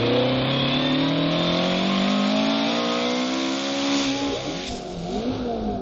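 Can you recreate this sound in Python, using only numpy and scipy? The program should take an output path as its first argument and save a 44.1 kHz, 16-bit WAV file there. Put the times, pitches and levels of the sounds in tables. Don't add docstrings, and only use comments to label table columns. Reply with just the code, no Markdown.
import sys
import numpy as np
from scipy import signal
from scipy.fft import rfft, irfft, next_fast_len
from scipy.io import wavfile
from scipy.ndimage import uniform_filter1d

SR = 44100
rng = np.random.default_rng(int(sys.argv[2]) if len(sys.argv) > 2 else 0)


def to_wav(sig):
    pcm = np.clip(np.atleast_2d(sig), -1, 1) * 32767
    pcm = np.round(pcm).astype(np.int16)
    wavfile.write(sys.argv[1], SR, pcm.T)


def volts_from_decibels(level):
    exponent = np.asarray(level, float) / 20
    return 10 ** exponent


N = 256220

PULL_END_S, PULL_FADE_S = 4.69, 0.019
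BLIP_START_S, BLIP_FADE_S = 3.75, 0.6


def in_time(rows):
    s, *columns = np.transpose(rows)
    return [np.interp(np.arange(N) / SR, s, c) for c in columns]


def fade(at_s, length_s):
    return np.clip((np.arange(N) / SR - at_s) / length_s, 0, 1)


def bumps(s, length):
    return np.exp(-((np.arange(N)[:, None] / SR - s) / length) ** 2)


def swell(events):
    s, length, size = np.transpose(events)
    return bumps(s, length) @ size


def rms_one(x):
    return x / np.sqrt(np.mean(x ** 2) + 1e-20)


def drift(rate, step=1):
    r = np.exp(-80 * np.pi * rate / SR)
    noise = rng.standard_normal(N // 40 + 2002)
    slow = signal.lfilter([1], [1, -2 * r, r * r], noise)[2000:]
    return np.interp(np.arange(0, N, step) / 40, np.arange(len(slow)), rms_one(slow - slow.mean()))


def resonance(hz, centre_hz, width):
    return 1 / (1 + (2 * (hz - centre_hz) / width) ** 2)


def levels(parts, cycle_hz, load_db):
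    octaves = np.log2(cycle_hz / 48)
    return {name: db + per_load * load_db + per_octave * octaves
            for name, (db, per_load, per_octave) in parts.items()}


def exhaust(cycle_hz, pipe):
    power = np.full((3, N), 1e-9)
    for multiple, hz, width, db in pipe:
        power[int(multiple) - 1] += volts_from_decibels(db) ** 2 * resonance(4 * multiple * cycle_hz, hz, width) ** 2
    return 10 * np.log10(power)


def engine(cycle_hz, firing_db, uneven_db, orders_db, cabin, branches, wander_db, blur, speed):
    step = 8
    turn = 2 * np.pi * np.cumsum(cycle_hz) / SR
    out = 0
    for k, order_db in orders_db:
        order_hz = k * cycle_hz[::step]
        if k in (4, 8, 12):
            level = volts_from_decibels(firing_db[k // 4 - 1][::step] + order_db)
        else:
            ringing = sum(volts_from_decibels(db[k % 4]) ** 2 * resonance(order_hz, hz, width) ** 2
                          for hz, width, *db in cabin)
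            rasp_db = 1.5 * (k > 12)
            level = volts_from_decibels(uneven_db[::step] + order_db + rasp_db) * np.sqrt(ringing)
        wobble = blur * k * drift(speed, step) + rng.uniform(0, 2 * np.pi)
        branch_db = sum(db * resonance(order_hz, hz, width) ** 2
                        for order, hz, width, db in branches if order == k)
        level = level * volts_from_decibels(branch_db + wander_db * min(k / 12, 1.3) * drift(speed, step))
        out = out + level * np.sqrt(2) * np.sin(k * turn[::step] + wobble)
    return signal.resample_poly(out, step, 1)[:N], turn


# time in seconds, length in seconds,
# loss of engine speed in cycles per second, drop of the firing note in dB, drop of the uneven orders in dB.
LIMITER = [
    (4.102, 0.045, 1.54, -8, 11),
    (4.195, 0.022, 0.12, 10, 9),
    (4.415, 0.055, 0, 26, 3),
]


def limiter():
    s, length, *drops = np.transpose(LIMITER)
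    return (bumps(s, length) @ np.transpose(drops)).T


# time in seconds, engine cycles per second.
SPEED = [(0, 29.1), (1.62, 44.6), (1.91, 48.6), (2.54, 55.3), (2.8, 59.4), (2.91, 59.2), (3.27, 63.6),
         (3.36, 65.8), (3.64, 68.6), (3.95, 70), (4.03, 69.2), (4.27, 70.1), (4.41, 67.4), (4.61, 68.8),
         (4.7, 67.4)]
# time in seconds, loss of speed in cycles per second.
BITES = [
    (.41, 0.8),
    (.65, 0.95),
    (0.929, 0.77),
    (1.27, 0.78),
    (1.51, 0.7),
    (1.759, 0.86),
    (2.011, 1.515),
    (2.242, 1.58),
    (2.64, 0.95),
    (3.51, 1.1),
]
# time in seconds,
# load in dB.
LOAD = [(0, 2), (.3, -0.5), (.6, 1), (1.25, -1), (1.5, 2), (2.2, 0.5), (2.65, 1.5), (3.4, -2), (3.8, -.5),
        (4.02, 3.5), (4.13, -1.5), (4.4, -5.5), (4.63, -5), (4.7, -5.5)]
# order, level in dB.
PULL_ORDERS_DB = [(1, -21), (2, -1.5), (3, -3.3), (4, 0.5), (5, 3.5), (6, 0.5), (7, -2.1), (8, 0.5), (9, 0),
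                  (10, -2), (11, 1.5), (12, -3.5), (13, -1.5), (14, 5.5), (15, 2), (16, 4), (17, 1),
                  (18, -3.4), (19, -2.5), (20, -3), (21, 3.5), (22, 0), (23, -2), (24, -5), (25, 5.5),
                  (26, -4), (27, -7), (28, -2.5), (29, -1.5), (30, -6.5), (31, -4.5), (32, 5.5)]
# pitch in Hz, width in Hz, then four levels in dB, for orders that leave
PULL_CABIN = [(173, 200, -25, -10, -27, -4.5), (267, 49.2, -30, 8.5, 4, 16.5),
              (330, 16, -30, 3, -7.5, -0.5), (419, 160, -2, -4.5, -20.5, -5.5),
              (499, 45, 7.5, -32, -24.5, -9.5), (542, 39, 1.5, 6, -10, -2), (625, 197, -8.5, -6, -4, 1.5),
              (775, 100, -20, -10, -8.5, -10.5), (881, 68, -4.5, -27, -18, -24),
              (984, 39, -13, -6, -15, -8.5), (1064, 40, -12, -7.5, 2.5, -9.5),
              (1107, 150, -15.5, -8.5, -14, -7.5), (1250, 76, -27.5, -6.5, -16, -18.5),
              (1390, 240, -14, -13.5, -29.5, -8.5), (2080, 200, -21.5, -23.5, -26, -26)]
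# order, pitch in Hz, width in Hz, lift in dB.
PULL_BRANCHES = [(1, 62, 15, -8), (2, 125, 30, -6), (5, 150, 30, -4), (5, 174, 10, 6), (5, 192, 22, -6),
                 (6, 180, 15, -5), (6, 232, 20, -8), (7, 215, 25, -7), (7, 285, 30, 2), (7, 337, 14, 5),
                 (7, 354, 14, -5), (7, 380, 20, 5), (7, 460, 30, 5), (9, 347, 22, 9), (9, 402, 25, -8),
                 (9, 490, 35, -8), (9, 590, 40, 5), (10, 445, 20, 6), (10, 570, 40, -6), (10, 655, 40, 4),
                 (12, 418, 25, 9), (12, 486, 25, 6), (12, 840, 14, 3), (13, 452, 25, 6), (13, 675, 50, 7),
                 (13, 765, 30, 7), (14, 470, 25, -6), (14, 580, 40, -5), (14, 650, 30, -4),
                 (15, 522, 25, 5), (15, 1040, 40, -5), (16, 470, 30, 7), (16, 512, 18, -2),
                 (17, 520, 45, 9), (20, 604, 30, 6), (16, 648, 30, 7), (17, 645, 50, -8), (17, 755, 80, 6),
                 (18, 545, 25, 6), (18, 695, 30, 5), (18, 1060, 40, -4), (19, 661, 30, -7),
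                 (19, 890, 40, 8), (20, 772, 30, 6), (20, 894, 40, -8), (20, 1140, 100, 6),
                 (21, 811, 40, -8), (21, 1250, 60, 5), (22, 1058, 40, -5)]
# firing multiple, pitch in Hz, width in Hz, level in dB.
PULL_EXHAUST = [(1, 112, 19, -27.5), (1, 134.3, 21, -29), (1, 165, 25, -29), (1, 199.8, 48, -24.5),
                (1, 255.4, 32.5, -26.5), (1, 281, 6.8, -23.5), (2, 254.5, 40, -28.5), (2, 305, 23, -31.5),
                (2, 340, 78, -34), (2, 489, 42, -31.5), (2, 552, 38, -34.5), (3, 362, 40, -32),
                (3, 480, 20, -43.5), (3, 537, 40, -27.5), (3, 653, 76, -26.5), (3, 735, 67, -35.5),
                (3, 835, 30, -42.5)]
# level in dB at mean speed, dB per dB of load, dB per octave of speed.
PULL_PARTS = dict(firing=(0, .3, 0), uneven=(-38.5, 0.32, 2.1), rumble=(-54.5, .3, -19),
              roar=(-37, .6, -3.5), hiss=(-29, 0.98, 0), top=(-44, 1, 10.7))
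# time in seconds, length in seconds, lift in dB.
SNAPS = [
    (.15, 0.1, 1.5),
    (4.52, 0.1, 2),
    (5.12, 0.055, 2),
]


def pull_through_gear():
    (cycle_hz,), (load_db,) = in_time(SPEED), in_time(LOAD)
    bite_s, bite_hz = np.transpose(BITES)
    sag_hz, firing_drop_db, uneven_drop_db = limiter()
    cycle_hz = cycle_hz - sag_hz - bumps(bite_s, .065) @ bite_hz
    on_limiter_s = 4.05
    on_limiter = fade(on_limiter_s, .05)
    part_db = levels(PULL_PARTS, cycle_hz, load_db)
    firing_db = exhaust(cycle_hz, PULL_EXHAUST) + part_db["firing"]
    firing_db[0] -= firing_drop_db
    firing_db[2] += 10 * on_limiter
    uneven_db = part_db["uneven"] + swell(SNAPS[:1]) - uneven_drop_db - 3 * on_limiter
    sunk_db = 36 * fade(4.45, 1)
    part_db["roar"] -= sunk_db + 2.5 * fade(on_limiter_s, .1)
    notes, turn = engine(cycle_hz, firing_db, uneven_db, PULL_ORDERS_DB, PULL_CABIN, PULL_BRANCHES,
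                         wander_db=1.4, blur=.007, speed=5)
    return volts_from_decibels(0.36 - sunk_db) * notes + whine(cycle_hz, turn), turn, part_db


# time in seconds, engine cycles per second, load in dB, exhaust note in dB.
BLIPS = [(3.85, 34.63, 4, -1.5), (4.05, 33.5, 3, -2), (4.33, 29, 2, 0), (4.44, 33.91, 1.5, -2.5),
         (4.5, 38.29, -4, 0), (4.55, 42.2, 6, -4.5), (4.71, 50.3, 2, -7.5), (4.84, 46.5, -4, -6.5),
         (5.03, 41.74, -2.5, -1), (5.13, 47.65, 2, 3), (5.29, 63.75, 1.5, 0), (5.35, 65.45, 2.5, -8.5),
         (5.5, 58.63, -4, 0.5), (5.67, 52.66, -5.5, 2), (5.76, 49.43, -7.5, -1), (5.81, 47.9, -13, 1)]
BLIP_ORDERS_DB = list(enumerate([-9, -5.5, 0.5, 2, -2, -11, -14, 2, -5.5, -6, -10, 3, -4, -1.5, -5, -6, -13.5, -10.5, -12.5, -8.5],
                  1))
# pitch in Hz, width in Hz, then four levels in dB, for orders
BLIP_CABIN = [(60, 57, -7.5, 1, -8.5, -3.5), (250, 40, 3, 4, -2.5, -1.5), (390, 43, -4, -6, 7, 2.5),
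              (472, 41, 7, 0, -7, -0.5), (610, 40, 11, -4.5, -6, -1), (711, 46, 0, 0.5, 5.5, 3.5),
              (1300, 200, -17, -19, -20.5, -18.5)]
# order, pitch in Hz, width in Hz, lift in dB.
BLIP_BRANCHES = [(1, 53, 7, 10), (1, 64, 8, -6), (2, 115, 30, -5), (3, 160, 30, 9), (5, 250, 30, 3),
                 (6, 335, 60, 9), (7, 325, 40, 8), (9, 500, 80, 5), (10, 590, 60, -7), (11, 560, 150, 7),
                 (13, 590, 25, -10), (13, 640, 50, 4), (12, 715, 40, -3), (14, 690, 40, 2),
                 (16, 610, 40, -10)]
# firing multiple, pitch in Hz, width in Hz, level in dB.
BLIP_EXHAUST = [(1, 140, 30, -37.5), (1, 170.4, 11, -31), (1, 211, 26.6, -31.5), (1, 252.3, 25, -25),
                (2, 295, 29, -29), (2, 372.4, 38, -35), (2, 405, 30, -34), (2, 470.6, 50, -31),
                (3, 415, 15, -41), (3, 370, 65, -42), (3, 698, 39, -35)]
# level in dB at mean speed, dB per dB of load, dB per octave of speed.
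BLIP_PARTS = dict(uneven=(-38, .1, .1), rumble=(-53.5, .1, 5.0), roar=(-49, 0.12, 11.5), hiss=(-42, 1, 0),
              top=(-51.5, 1, -9))


def blip_at_standstill():
    cycle_hz, load_db, note_db = in_time(BLIPS)
    part_db = levels(BLIP_PARTS, cycle_hz, load_db)
    firing_db = exhaust(cycle_hz, BLIP_EXHAUST) + note_db
    gaining = uniform_filter1d(np.gradient(cycle_hz) * SR, size=2000)
    firing_db[2] -= .09 * np.maximum(gaining, 0)
    firing_db[1] -= 25 * (1 - fade(4.42, .04))
    uneven_db = part_db["uneven"] + 0.57 * note_db + swell(SNAPS[1:])
    notes, turn = engine(cycle_hz, firing_db, uneven_db, BLIP_ORDERS_DB, BLIP_CABIN, BLIP_BRANCHES,
                         wander_db=3.2, blur=.036, speed=12)
    return notes, turn, part_db


# order, pitch in Hz of the panel that sounds it, width in Hz, level in dB,
# roughness in radians.
WHINE = [(34, 2130, 280, -41, .5), (40, 1600, 250, -48, .7), (49, 1850, 340, -45.5, .7),
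         (73.5, 2600, 650, -42, 1), (73.5, 3350, 500, -41, 1.3), (84.3, 3570, 200, -35, .9),
         (92, 3550, 800, -45, 2), (94.5, 3650, 800, -39, 1.1), (96, 3450, 1000, -34.5, .9),
         (97.6, 3500, 700, -39, 1.1), (101.5, 3420, 200, -37, 1.1)]
# time in seconds, length in seconds, lift in dB.
MESHING = [
    (.46, .05, -9),
    (.58, .07, 4),
    (1.0, .04, -4),
    (1.13, .04, -4),
    (.75, .05, 3),
    (1.35, .05, -6),
    (1.45, .06, 2),
]


def whine(cycle_hz, turn):
    out = 0
    for order, hz, width, db, rough in WHINE:
        level = volts_from_decibels(db + 3.2 * drift(20)) * resonance(order * cycle_hz, hz, width) ** 2
        shake = 1.25 * rough * drift(15) + .5 * rough * np.sin(turn)
        out = out + level * np.sqrt(2) * np.sin(order * turn + shake)
    return volts_from_decibels(1.0 + swell(MESHING)) * out


# time in seconds, peak level in dB.
CHATTER = [
    (4.674, -21),
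    (4.69, -24),
    (4.701, -29),
    (4.716, -24),
    (4.745, -28),
    (4.785, -24),
    (4.796, -33),
    (4.88, -36),
    (4.925, -31),
    (4.97, -45),
]
# pitch in Hz, level in dB, seconds to die away by 60 dB.
TRIM = [
    (3400, -15, .003),
    (5250, -8, .0045),
    (5900, -7, .0016),
    (7000, -11, .0015),
]


def chatter():
    n = np.arange(70)
    luck = rng.standard_normal((len(n), 6))
    s = 4.6737 + .00382 * n + 5.5e-6 * n ** 2 + .00012 * luck[:, 0]
    level_db = np.interp(s, *np.transpose(CHATTER)) + 1.8 * luck[:, 1]
    out = np.zeros(N)
    for k, (hz, db, t60) in enumerate(TRIM):
        clicks = np.full(N, 1e-18)
        clicks[(s * SR).astype(int)] = volts_from_decibels(level_db + db + 2.5 * luck[:, 2 + k])
        r, w = volts_from_decibels(-60 / (t60 * SR)), 2 * np.pi * hz / SR
        out += signal.lfilter([0, np.sin(w)], [1, -2 * r * np.cos(w), r * r], clicks)
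    return out


def coloured(points, patchy_db=0, count=1):
    size, table = next_fast_len(N), np.array(points)
    hz = np.fft.rfftfreq(size, 1 / SR)
    level_db = np.interp(np.log(hz + 1), np.log(table[:, 0]), table[:, 1], left=-90, right=-90)
    cells = rfft(rng.standard_normal(size)) * volts_from_decibels(level_db)
    panel = np.digitize(hz, np.geomspace(table[1, 0], table[-3, 0], count + 1)[1:-1])
    out = 0
    for k in range(count):
        out = out + volts_from_decibels(patchy_db * drift(7)) * irfft(cells * (panel == k), size)[:N]
    return rms_one(out)


def throb(turn, per_cycle, per_firing):
    return rms_one(1 + per_cycle * np.cos(turn) + per_firing * np.cos(4 * turn))


# pitch in Hz, level in dB per Hz.
RUMBLE = [(12, -23), (20, -3.5), (48, -9.5), (64, 1.5), (81, -14.5), (110, 0), (140, -37), (240, -120)]
ROAR = [(53, -58), (90, -16), (145, -8), (221, -8.5), (259, -2), (379, -17), (549, -6.5), (746, -11.5),
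        (897, -12.5), (1070, -8), (1700, -17), (2210, -39), (3740, -120)]
BLIP_ROAR = [(53, -45.5), (90, -12.5), (181, -5), (297, -5), (370, -4), (613, -6.5), (701, -10.5),
             (803, -12), (1000, -21.5), (1360, -17.5), (1700, -28.5), (2210, -58), (3740, -120)]
HISS = [(940, -38), (1600, -13), (2420, -4.5), (2840, -8.5), (3330, -3), (3510, -0.5), (4270, -9.5),
        (4600, -17.5), (5980, -24.5), (10100, -120)]
BLIP_HISS = [(940, -45), (1600, -6), (1710, -11), (1900, -10), (2250, -2), (2980, -2), (3750, 3),
             (4600, -6), (5980, -32.5), (10100, -120)]
TOP = [(3800, -30), (4500, 0), (5200, -3.5), (6000, -5), (6800, -4), (7400, -7), (8200, -12), (8500, -60)]
# time in seconds, length in seconds, level in dB.
THUDS = [(.74, .04, -36), (1.493, .04, -40), (1.75, .12, -47), (2.01, .1, -46), (2.42, .07, -45),
         (3.43, .09, -50), (4.03, .06, -48), (4.272, 0.067, -40), (4.726, 0.044, -37),
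         (5.002, 0.071, -33.5), (5.387, 0.081, -37), (5.7, 0.11, -36)]
# time in seconds, length in seconds, drop in dB.
SMOOTH = [
    (.15, .05, 5),
    (2.279, .05, 10),
    (2.762, .13, 21),
    (3.222, 0.082, 20),
    (3.64, .06, 18),
    (3.88, 0.057, 7),
]


def noises(pull_turn, blip_turn, blend, pull_db, blip_db):
    rumble_db, roar_db, hiss_db = ((1 - blend) * pull_db[part] + blend * blip_db[part]
                                   for part in ("rumble", "roar", "hiss"))
    late = fade(PULL_END_S, 0.03)
    top_db = (1 - late) * pull_db["top"] + late * blip_db["top"]

    s, length, thud_db = np.transpose(THUDS)
    shell = volts_from_decibels(rumble_db + 4.1 * drift(3.6) - swell(SMOOTH)) + bumps(s, length) @ volts_from_decibels(thud_db - 4.0)
    rumble = shell * coloured(RUMBLE, patchy_db=3.0, count=2)

    roar = (1 - blend) * volts_from_decibels(2.0) * throb(pull_turn, .18, 0) * coloured(ROAR)
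    roar = roar + blend * volts_from_decibels(13.0) * coloured(BLIP_ROAR)
    roar = volts_from_decibels(roar_db + 0.39 * drift(8.8)) * roar

    gate = (1 - blend) * throb(pull_turn, .14, .14) + blend * throb(blip_turn, .15, .2)
    hiss = (1 - blend) * coloured(HISS, patchy_db=1.2, count=6) + blend * coloured(BLIP_HISS)
    hiss = volts_from_decibels(hiss_db - 2.1 + 0.3 * drift(5.4)) * hiss
    hiss = hiss + volts_from_decibels(top_db + 3.0 + 0.77 * drift(10)) * coloured(TOP)
    return rumble + roar + gate * hiss


def scene():
    pull, pull_turn, pull_db = pull_through_gear()
    blips, blip_turn, blip_db = blip_at_standstill()
    ended = fade(PULL_END_S, PULL_FADE_S)
    mix = pull * (1 - ended) + blips * fade(BLIP_START_S, BLIP_FADE_S)
    mix = mix + noises(pull_turn, blip_turn, ended, pull_db, blip_db)
    return (mix + chatter())[None]


# time in seconds, pitch in Hz below which all is kept,
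# pitch in Hz above which all is dropped.
STARVED = [(0, 4700, 6750), (2.3, 5040, 7370), (2.501, 5130, 6730), (3.6, 6510, 7562), (4.65, 6580, 6993),
           (4.672, 7650, 8200), (4.97, 6160, 8380), (5.2, 7060, 7600), (5.23, 6500, 6550),
           (5.5, 5900, 6810), (5.81, 5450, 6780)]
# time in seconds, length in seconds, rise of the bar in dB.
LEAN = [
    (.7, .7, .8),
    (.43, .07, 3),
    (.63, .03, 2.5),
    (1.26, .06, 2),
    (2.75, .2, 1),
]


def thin_treble(x, low_db=-6.0, high_db=5.0, spared_db=2.5):
    hz, s, cells = signal.stft(x, SR, window="cosine", nperseg=2048, noverlap=1024)
    power = uniform_filter1d(abs(cells) ** 2, size=5, axis=0)
    usual = uniform_filter1d(uniform_filter1d(power, size=40, axis=0), size=3, axis=1)
    at_s, kept, dropped = np.transpose(STARVED)
    kept_hz, dropped_hz = np.interp(s, at_s, kept), np.interp(s, at_s, dropped)
    climb = (hz[:, None] - kept_hz) / (dropped_hz - kept_hz)
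    bar_db = low_db + (high_db - low_db) * np.sqrt(np.clip(climb, 0, 9))
    bar_db = bar_db - spared_db * resonance(climb, .8, .3)
    lean_db = sum(db * np.exp(-((s - at) / length) ** 2) for at, length, db in LEAN)
    bar_db = bar_db + lean_db * np.clip(2 * climb, 0, 1)
    alive = ((power > usual * volts_from_decibels(bar_db) ** 2) | (climb < 0)) & (climb < 1.1)
    return signal.istft(cells * alive, SR, window="cosine", nperseg=2048, noverlap=1024)[1][:N]


def band_limit(x):
    return signal.sosfilt(signal.butter(12, 15600, fs=SR, output="sos"), x)


def record(dry):
    x = thin_treble(dry[0])
    x[int(.4563 * SR)] += volts_from_decibels(-30)
    return band_limit(x[None])


dry = scene()
out = record(dry)
to_wav(out)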